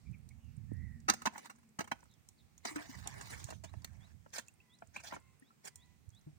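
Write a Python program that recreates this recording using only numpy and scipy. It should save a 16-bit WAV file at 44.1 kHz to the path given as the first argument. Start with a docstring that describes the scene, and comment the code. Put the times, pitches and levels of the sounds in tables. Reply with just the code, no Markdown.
"""Fishing gear in a wooden boat

Fishing gear is handled in a boat on a quiet wetland, close to a phone with two microphone ports.
A light reel and its stick knock and chatter: bursts of tiny contacts ring the gear and the hull.
Line and cloth rustle as filtered noise; drops, a squeak and a hum are sine tones or narrow noise.
Small birds and a cock call far off as gliding tones. Noise makes the marsh air and a breeze that
buffets mainly the right port."""
import sys
import numpy as np
from scipy import signal
from scipy.fft import rfft, irfft
from scipy.io import wavfile
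from scipy.ndimage import uniform_filter1d, map_coordinates

SR = 44100
rng = np.random.default_rng(int(sys.argv[2]) if len(sys.argv) > 2 else 0)


def to_wav(s):
    """Save 16-bit WAV."""
    ch = np.atleast_2d(s).T  # columns
    pcm = np.round(np.clip(ch, -1, 1) * 32767)  # PCM
    wavfile.write(sys.argv[1], SR, pcm.astype(np.int16))


N = 281358  # length in samples
T = np.arange(N) / SR

# What the gear rings with. Each row: pitch in Hz, width of one filter pass in Hz, level in dB.
WOOD = [(500, 180.6, 0), (727, 85, -3.5), (824, 180, -5.5), (995, 92, -12), (1353, 150, -2), (1774, 56, -6),
        (1926, 109.4, -14.5), (2337, 90, 3), (2925, 130, -0.5)]
# What the hull rings with. Each row: pitch in Hz, width of one filter pass in Hz, level in dB.
HULL = [(190, 73, -3.5), (229.4, 53, 1), (330, 30, -5.5)]
# Colour of the body of a rub. Each row: frequency in Hz, level in dB.
RUB_BODY = [(150, -46), (400, 13.5), (560, 4.5), (900, 9.5), (1150, 8), (1500, 10), (2300, 13.5),
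            (3200, -17.5), (5000, -47.5)]
LOOSE_PART_HZ = 980  # ring of the spot struck by a click; the rattle varies around it


def undb(db):
    """Turn decibels into gain."""
    return 10 ** (np.asarray(db) / 20)


def unit(x):
    """Scale to an rms (average strength) of 1."""
    return x / np.sqrt(np.mean(x ** 2))


def dose(x, db):
    """Give a blow the energy of 10 ms of sound at this level."""
    return x * undb(db) * np.sqrt(.01 * SR / np.sum(x ** 2))


def add(out, s, x):
    """Mix x in at time s in seconds."""
    i = max(int(s * SR), 0)
    out[i:i + len(x)] += x[:N - i]


def colour(x, points):
    """Filter by a curve of (Hz, dB) points, joined by straight lines over log frequency."""
    hz, db = np.transpose(points)
    f = np.maximum(np.fft.rfftfreq(len(x), 1 / SR), 1)
    gain = undb(np.interp(np.log(f), np.log(hz), db))
    return irfft(rfft(x) * gain, len(x))


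def ring(x, modes):
    """Drive damped resonances (Hz, width in Hz, dB); neighbours move in opposite directions."""
    total = 0
    for k, (hz, width, db) in enumerate(modes):
        resonance = signal.lfilter(*signal.iirpeak(hz, hz / width, SR), x)
        total = total + (-1) ** k * undb(db) * resonance
    return total


def walk(rate):
    """Smooth random wander with a spread of 1, newly aimed about rate times a second."""
    k = max(int(SR / rate), 1)
    steps = np.repeat(rng.standard_normal(N // k + 1), k)
    smooth = uniform_filter1d(uniform_filter1d(steps, k), k)
    return unit(smooth[:N])


def grit(count, share, spread_db):
    """Tiny contacts of very unequal size on a share of the samples."""
    touching = rng.random(count) < share
    size = undb(spread_db * np.minimum(rng.exponential(size=count), 4))
    return rng.standard_normal(count) * touching * size


def shifting(x, flicker_db, rate):
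    """Third-octave bands centred from 125 Hz to 16 kHz swell and drop, each on its own."""
    spectrum = rfft(x)
    place = 3 * np.log2(np.maximum(np.fft.rfftfreq(N, 1 / SR), 1) / 125)
    total = 0
    for k in range(22):
        band = irfft(spectrum * np.maximum(1 - abs(place - k), 0), N)
        total = total + band * undb(flicker_db * walk(rate))
    return total


def glide(length, start_hz, end_hz, waver):
    """Phase of a tone that slides in pitch and wavers by a share of it."""
    count = int(length * SR)
    hz = np.linspace(start_hz, end_hz, count) * (1 + waver * walk(860)[:count])
    return 2 * np.pi * np.cumsum(hz) / SR


def breeze():
    """Turbulence rumbles on the right port; the left one lies in the lee and gets far less."""
    # Strength of the breeze before each port's own gain. Each row: time in seconds, level in dB.
    strength = [(0, -67), (0.08, -51.5), (0.3, -52), (0.42, -61.5), (0.74, -41.5), (0.85, -48.5),
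                (0.96, -49.5), (1.45, -79), (1.95, -64.5), (2.3, -73), (2.85, -63.5), (3.0, -50.5),
                (3.5, -51.5), (4.05, -57), (4.7, -80), (5.2, -57), (5.45, -86), (5.9, -62.5), (6.1, -65),
                (6.38, -67.5)]
    # Colour of the rumble. Each row: frequency in Hz, level in dB.
    buffet = [(20, -29), (45, -9), (80, 5.5), (130, -0.5), (200, -10), (300, -26), (500, -46), (1500, -82)]
    # Single eddies that slap the right port. Each row: time of the middle in seconds, peak in dB, pitch in Hz.
    eddies = [(0.581, -32.5, 128), (0.721, -29.5, 238), (.737, -34, 102), (3.453, -33.5, 105),
              (3.773, -38.5, 101), (6.087, -39, 87)]
    gust = undb(np.interp(T, *np.transpose(strength)))
    rumbles = []
    for _ in range(2):
        flutter = undb(2.8 * walk(25))
        rumbles.append(gust * flutter * unit(colour(rng.standard_normal(N), buffet)))
    lee, exposed = rumbles
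    exposed = undb(3.0) * exposed
    for s, db, hz in eddies:
        cycles = (T - s) * hz
        swell = np.exp(-(cycles / 0.69) ** 2)
        exposed = exposed + undb(db) * swell * np.cos(2 * np.pi * (cycles + rng.random()))
    return np.array([undb(-20) * lee, exposed])


def marsh():
    """Soft, restless air over open water: separate noise at each port."""
    # Colour of the air. Each row: frequency in Hz, level in dB per Hz, relative.
    air_colour = [(18, -55.5), (30, -8.5), (157, -1), (227, -9), (600, -20.5), (801, -17.5), (937, -21.5),
                  (1540, -23), (2170, -21), (2680, -23.5), (2980, -27), (8740, -26.5), (10800, -35.5),
                  (16000, -29.5)]
    level_db = -71.5
    ports = []
    for side_db in (-1.5, 1.5):  # left, right
        air = shifting(rng.standard_normal(N), flicker_db=1.5, rate=11)
        ports.append(undb(level_db + side_db) * unit(colour(air, air_colour)))
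    return np.array(ports)


def hum():
    """Noise through one narrow resonance, twice, makes a faint, wavering low hum that dies out."""
    # Loudness of the hum at its source. Each row: time in seconds, level in dB.
    loudness = [(0, -77.5), (1.15, -68), (1.75, -75), (2.1, -88.5)]
    line = [(224.0, 26, 0)]
    tone = unit(ring(ring(rng.standard_normal(N), line), line))
    return undb(np.interp(T, *np.transpose(loudness))) * tone


def birds():
    """Gliding tones: short upward whistles, hoarser calls from far away and a faint crow."""
    # A small bird's rising whistles. Each row: start in seconds, level in dB.
    whistles = [(3.638, -75), (3.997, -75), (4.69, -73), (5.43, -81), (5.778, -75), (6.122, -74)]
    # Their pitch, shifted slightly for each whistle. Each row: seconds from its start, pitch in Hz.
    whistle_shape = [(0, 3230), (.028, 3400), (.048, 3780), (.064, 4050), (.08, 4300)]
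    # Calls over the marsh, before the waver. Each row: start in seconds, length in seconds,
    # first pitch in Hz, last pitch in Hz, level in dB.
    far_calls = [(0.049, 0.05, 2400, 2250, -77), (0.128, 0.034, 2560, 2170, -70),
                 (0.304, 0.019, 2110, 2320, -71.5), (0.379, 0.19, 2870, 2600, -86.5),
                 (0.67, 0.24, 1750, 2084, -75.5), (0.769, 0.26, 1966, 1821, -76),
                 (2.08, 0.087, 4450, 3240, -80.5), (2.37, 0.057, 4620, 3300, -78.5)]
    # A very distant cock crows, before the waver. Each row: start in seconds, length in seconds,
    # first pitch in Hz, last pitch in Hz, level in dB.
    crow = [(4.55, .28, 510, 495, -87), (5.12, .27, 545, 510, -82), (5.64, .36, 500, 490, -85)]
    # Overtones of the crow. Each row: multiple of its pitch, level in dB.
    crow_partials = [(2, -1), (4, 0), (5, -6)]
    out = np.zeros(N)
    s_shape, hz_shape = np.transpose(whistle_shape)
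    t = np.arange(int(s_shape[-1] * SR)) / SR
    for s, db in whistles:
        hz = np.interp(t, s_shape, hz_shape) * (1 + 0.0032 * rng.standard_normal())
        tone = np.sin(2 * np.pi * np.cumsum(hz) / SR)
        add(out, s, undb(db) * unit(signal.windows.tukey(len(t), .5) * tone))
    for s, length, start_hz, end_hz, db in far_calls:
        phase = glide(length, start_hz, end_hz, waver=.05)
        add(out, s, undb(db) * unit(signal.windows.cosine(len(phase)) * np.sin(phase)))
    for s, length, start_hz, end_hz, db in crow:
        phase = glide(length, start_hz, end_hz, waver=.028)
        voice = sum(undb(partial_db) * np.sin(k * phase) for k, partial_db in crow_partials)
        add(out, s, undb(db) * unit(signal.windows.cosine(len(phase)) * voice))
    return out


def ticks():
    """Faint stray ticks of line and fingers, each with a brief ring of its own."""
    out, t = np.zeros(N), np.arange(SR // 25) / SR
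    for when, height, size in rng.random(size=(45, 3)):
        snap = rng.standard_normal(len(t)) * np.exp(-t / .003)
        mode = [(5000 * 2 ** height, 2500, 0)]
        add(out, when * T[-1], dose(ring(ring(snap, mode), mode), -83 + 12 * size))
    return out


def blow(db, crack_db, hull_db, spot_hz, decay_ms):
    """Each blow is a short chatter of contacts that rings the gear and, through the boards, the hull."""
    # Stiff modes behind the sharp crack. Each row: pitch in Hz, width of one filter pass in Hz, level in dB.
    crack_modes = [(3510, 380, 1), (4036, 170, 0.5), (4390, 400, -0.5), (5520, 270, -4.5), (6124, 300, 7),
                   (6400, 560, 4), (7150, 140, -19), (9640, 770, -3)]
    t = np.arange(SR // 5) / SR
    age = t / (decay_ms / 1000)
    # a longer contact also builds more slowly; the gear then scrapes faintly as it settles
    press = (1 - np.exp(-age / .4)) * np.exp(-age) + undb(-33) * np.exp(-t / .025)
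    contact = grit(len(t), .4, 2.4) * press
    detune = 1 + 0.068 * rng.standard_normal()  # the grip shifts the gear's modes
    gripped = [(hz * detune, width, mode_db) for hz, width, mode_db in WOOD]
    modes = unit(ring(ring(contact, gripped), [(1300, 5300, 0)]))
    spot = unit(ring(contact, [(spot_hz, 90, 0)]))
    scrape = unit(colour(contact, RUB_BODY))
    wood = modes + undb(-3) * spot + undb(-3) * scrape
    # light touches only tick; hard blows bring out the stiff modes
    tick = unit(ring(ring(contact, [(6900 * detune, 1800, 0)]), [(7550, 7100, 0)]))
    stiff = unit(ring(ring(contact, crack_modes), [(5086, 1530, 0)]))
    crack = stiff + undb(-.5 * (db + 52.0)) * tick
    thud = ring(ring(contact, HULL), [(260, 830, 0)])
    total = dose(wood, db) + dose(crack, db + crack_db) + dose(thud, db + hull_db)
    return total * (1 - t / t[-1])


def knocks():
    """Knocks, dull taps and sharp clicks strike the same gear and differ in the hardness of the contact."""
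    # Gear knocks on wood. Each row: start in seconds, level of the wood in dB, crack in dB relative
    # to the wood, ring of the struck spot in Hz, decay of the contact in milliseconds.
    hard_knocks = [(1.081, -29, -4.5, 1290, 15.7), (1.0973, -33.5, 8.5, 1330, 2.44),
                   (1.134, -47, 3, 760, 4.8), (1.2172, -52, -2.5, 1280, 4.2), (1.2543, -33.5, -3, 878, 6.4),
                   (1.2681, -35, -11, 980, 4), (1.377, -52, 0, 825, 4.6), (1.4551, -56.5, -2, 875, 3.1),
                   (1.495, -53, -4, 1370, 8.7), (1.7873, -41.5, -3.5, 1240, 7),
                   (1.802, -40.5, -5.5, 690, 6.7), (1.914, -36.5, -12, 815, 4.9),
                   (2.649, -42.5, 0.5, 710, 8), (2.7562, -46.5, -3, 1315, 6.6),
                   (3.2095, -53.5, 0.5, 1410, 4.2), (3.5013, -51, -1.5, 680, 5.6),
                   (3.636, -51, -2, 640, 10.3), (3.844, -51.5, 5, 1920, 2.5), (4.3805, -48, 4.5, 537, 3.6),
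                   (4.962, -50, -10, 1000, 2.84), (5.649, -62, 10.5, 670, 7.6)]
    # Dull taps of a hand on the gear. Each row: start in seconds, level in dB, ring of the spot in Hz.
    taps = [(1.355, -50.5, 810), (2.028, -66.5, 880), (3.058, -54.5, 835), (3.486, -53, 654),
            (3.522, -51.5, 640), (3.737, -57.5, 607), (4.26, -60.5, 580), (4.82, -53, 676),
            (5.1207, -45.5, 940), (5.1335, -47.5, 964), (5.1627, -51.5, 880)]
    # Sharp clicks of line and reel. Each row: start in seconds, level of the crack in dB.
    clicks = [(0.289, -65), (2.2875, -57.5), (2.578, -59.5), (3.0726, -42.5), (3.4412, -51), (4.482, -60.5),
              (5.757, -56.5), (6.091, -73.5)]
    knock_hull_db = -11.5  # hull levels and crack levels are relative to the wood
    # a soft contact hardly cracks and is dull above this pitch
    tap_ms, tap_crack_db, tap_hull_db, tap_soft_hz = 4.1, -26, -12, 1630
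    click_ms, click_crack_db, click_hull_db = 1, 24, -18  # a hard, light contact is nearly all crack
    out = np.zeros(N)
    for s, db, crack_db, spot_hz, decay_ms in hard_knocks:
        add(out, s, blow(db, crack_db, knock_hull_db, spot_hz, decay_ms))
    for s, db, spot_hz in taps:
        tap = blow(db, tap_crack_db, tap_hull_db, spot_hz, tap_ms)
        soft = signal.lfilter(*signal.butter(2, tap_soft_hz, fs=SR), tap)
        add(out, s, dose(soft, db))
    for s, db in clicks:
        add(out, s, blow(db - click_crack_db, click_crack_db, click_hull_db, LOOSE_PART_HZ, click_ms))
    return out


def bumps():
    """Dull thumps, the first from wind, the rest from boards set swinging: a fading tone and a little clunk."""
    # Dull bumps of feet and gear on the boards; the first is the upper part of a wind thump.
    # Each row: start in seconds, level in dB, pitch in Hz, decay in milliseconds.
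    dull_bumps = [(0.716, -51.5, 446, 2.8), (1.791, -43.5, 200, 4.1), (2.711, -52, 309, 16),
                  (2.758, -40, 298, 21), (2.891, -51, 262, 10.4), (5.42, -62.5, 272, 9.7),
                  (6.265, -49, 151, 24), (6.269, -57, 310.5, 11.5)]
    out, t = np.zeros(N), np.arange(SR // 5) / SR
    for s, db, hz, decay_ms in dull_bumps:
        fade = (1 - np.exp(-t / 0.0031)) * np.exp(-t / (decay_ms / 1000))
        clunk = unit(ring(ring(rng.standard_normal(len(t)), WOOD), [(600, 190, 0)]))
        tone = np.sin(2 * np.pi * hz * t)
        add(out, s, dose(fade * (tone + undb(-29) * clunk), db))
    return out


def rustle():
    """Line and cloth slide in a long rummage and in quick strokes: dense slips with a trace of ringing."""
    # The long rummage, before the final gains. Each row: time in seconds, body in dB, hiss in dB.
    rummage = [(2.629, -77, -83), (2.661, -46.5, -51), (2.73, -59.5, -65), (2.79, -47, -63),
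               (2.85, -58.5, -64.5), (3.22, -61.5, -65.5), (3.32, -54, -57.5), (3.5, -69.5, -63.5),
               (3.6, -91, -77)]
    # Single short strokes of line or hand, before the final gains. Each row: start in seconds,
    # length in seconds, body in dB, hiss in dB.
    rubs = [(1.141, 0.11, -74, -76), (1.326, 0.15, -62.5, -68), (3.65, 0.47, -74, -82),
            (4.336, 0.057, -51.5, -51.5), (4.946, 0.056, -55, -60.5), (5.038, 0.055, -59.5, -57.5),
            (5.11, 0.051, -53, -63.5), (5.646, 0.039, -60, -59)]
    # Colour of the hiss. Each row: frequency in Hz, level in dB.
    rub_hiss = [(2000, -22), (3500, -1.5), (5000, -0.5), (6500, 1.5), (8500, -9), (10500, -13.5),
                (16000, -28.5)]
    hull_db, swell_db = -14, 2.5  # rubbing stirs the hull; the body swells and sinks with the hand's pressure
    times, *levels = np.transpose(rummage)
    # silent before and after the rummage; powers add up
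    body_power, hiss_power = (undb(np.interp(T, times, db, -np.inf, -np.inf)) ** 2 for db in levels)
    for s, length, body_db, hiss_db in rubs:
        # catches quickly and dies away
        stroke = np.exp(np.minimum(T - s, 0) / 0.0044 - np.maximum(T - s - length, 0) / 0.0099)
        body_power += (stroke * undb(body_db)) ** 2
        hiss_power += (stroke * undb(hiss_db)) ** 2
    # the bands flicker as the touching spot moves
    slips = shifting(grit(N, .25, 2.6) * undb(2.4 * walk(70)), flicker_db=4, rate=55)
    body = unit(colour(slips, RUB_BODY)) + undb(-13.5) * unit(ring(slips, WOOD))
    hull = unit(ring(ring(slips, HULL), [(280, 200, 0)]))
    body = (body + undb(hull_db) * hull) * undb(swell_db * walk(35))
    hiss = unit(colour(slips, rub_hiss))
    return undb(-2.0) * np.sqrt(body_power) * unit(body) + undb(2.0) * np.sqrt(hiss_power) * hiss


def rattle():
    """Loose parts touch at uneven intervals, on one of a dozen spots and with varying strength."""
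    # The loose gear rattles as it is moved. Each row: start in seconds, length in seconds,
    # typical level of a contact in dB.
    rattles = [(1.324, .13, -60), (1.508, .14, -72), (1.833, .07, -56.5), (1.939, .12, -70),
               (2.898, .6, -63.5), (3.679, .4, -74)]
    per_s, spread_db = 33, 3  # contacts a second, variation either way
    decay_ms, crack_db, hull_db = 4.6, -3.5, -7.5
    out = np.zeros(N)
    contacts = []
    for octaves in rng.uniform(-.5, .5, size=12):
        contacts.append(blow(-60, crack_db, hull_db, LOOSE_PART_HZ * 2 ** octaves, decay_ms))
    for s, length, db in rattles:
        for k, (late, pick, strength) in enumerate(rng.random(size=(30, 3))):
            after = (k + late) / per_s
            if after < length:
                contact = contacts[int(pick * len(contacts))]
                add(out, s + after, dose(contact, db + spread_db * (2 * strength - 1)))
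    return out


def drips():
    """Each drop traps a bubble that rings briefly and rises in pitch."""
    # Small wet blips, like drops falling in the bilge. Each row: start in seconds, level in dB,
    # starting pitch in Hz.
    drops = [(4.482, -64.5, 2590), (4.602, -66, 2610), (5.423, -67, 1854), (5.505, -67.5, 1287)]
    decay_ms, rise_per_s = 6.4, 4.9  # the pitch climbs by this share of its start each second
    out, t = np.zeros(N), np.arange(SR // 16) / SR
    for s, db, hz in drops:
        fade = (1 - np.exp(-t / 0.00068)) * np.exp(-t / (decay_ms / 1000))
        phase = 2 * np.pi * hz * np.cumsum(1 + rise_per_s * t) / SR
        add(out, s, dose(fade * np.sin(phase), db))
    return out


def squeaks():
    """Stick and slip locks briefly onto one rough tone."""
    # The reel squeaks as it is twisted. Each row: start in seconds, length in seconds,
    # pitch in Hz before the waver, level in dB.
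    reel_squeaks = [(4.959, 0.011, 2320, -45), (4.945, 0.082, 2600, -63.5)]
    out = np.zeros(N)
    for s, length, hz, db in reel_squeaks:
        phase = glide(length, hz, hz, waver=.06)
        add(out, s, undb(db) * unit(signal.windows.hann(len(phase)) * np.sin(phase)))
    return out


def in_boat(x, lag_ms, planks_db, tail_db):
    """The right port hears the sound lag_ms later; planks and sides scatter brief echoes to both."""
    # Tone of the left port. Each row: frequency in Hz, level in dB.
    left_port = [(100, 5), (1000, 2.5), (6000, -2.5), (9000, -2), (12500, -7), (16000, -30)]
    # Tone of the right port, with extra treble. Each row: frequency in Hz, level in dB.
    right_port = [(100, 3), (1000, 5.5), (6000, 1), (9000, 7.5), (12500, -1), (14200, 9.5), (15200, 26.5),
                  (16200, 4)]
    t = np.arange(SR // 3) / SR
    ports = []
    for delay_ms, port in ((0, left_port), (lag_ms, right_port)):
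        echoes = rng.standard_normal(len(t)) * np.exp(-t / .004) * (t > .0005)
        # the planks scatter long waves less
        planks = signal.lfilter(*signal.butter(1, 1200, "high", fs=SR), echoes)
        tail = ring(rng.standard_normal(len(t)), [(1100, 9000, 0)]) * np.exp(-t / 0.059)
        scatter = (undb(planks_db) * unit(planks) + undb(tail_db) * unit(tail)) / np.sqrt(len(t))
        direct = map_coordinates(x, [(T - delay_ms / 1000) * SR], order=3)
        ports.append(colour(direct + signal.fftconvolve(x, scatter)[:N], port))
    return np.array(ports)


def scene():
    """Gear in the boat, birds and air around it."""
    # How much later the right port hears the gear as the phone moves. Each row: time in seconds,
    # delay in milliseconds.
    lag = [(1.1, 1.04), (2.7, 1.011), (4.35, 1.214), (5.05, 1.236), (6.3, 1.22)]
    lag_ms = np.interp(T, *np.transpose(lag))
    far = in_boat(birds() + hum(), 0, planks_db=-9, tail_db=-13)
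    blows = in_boat(knocks() + rattle() + bumps() + drips(), lag_ms, planks_db=-6, tail_db=-27)
    # the rubbing spot wanders with the hands
    rub_lag_ms = lag_ms + .07 * walk(60)
    rubbing = in_boat(rustle() + squeaks() + ticks(), rub_lag_ms, planks_db=-8, tail_db=-24)
    return blows + rubbing + far + breeze() + marsh()


def record(dry):
    """The phone cuts the top steeply with a low-pass filter."""
    top_hz = 15900
    return signal.sosfilt(signal.ellip(8, .2, 70, top_hz, fs=SR, output="sos"), dry)


dry = scene()
out = record(dry)
to_wav(out)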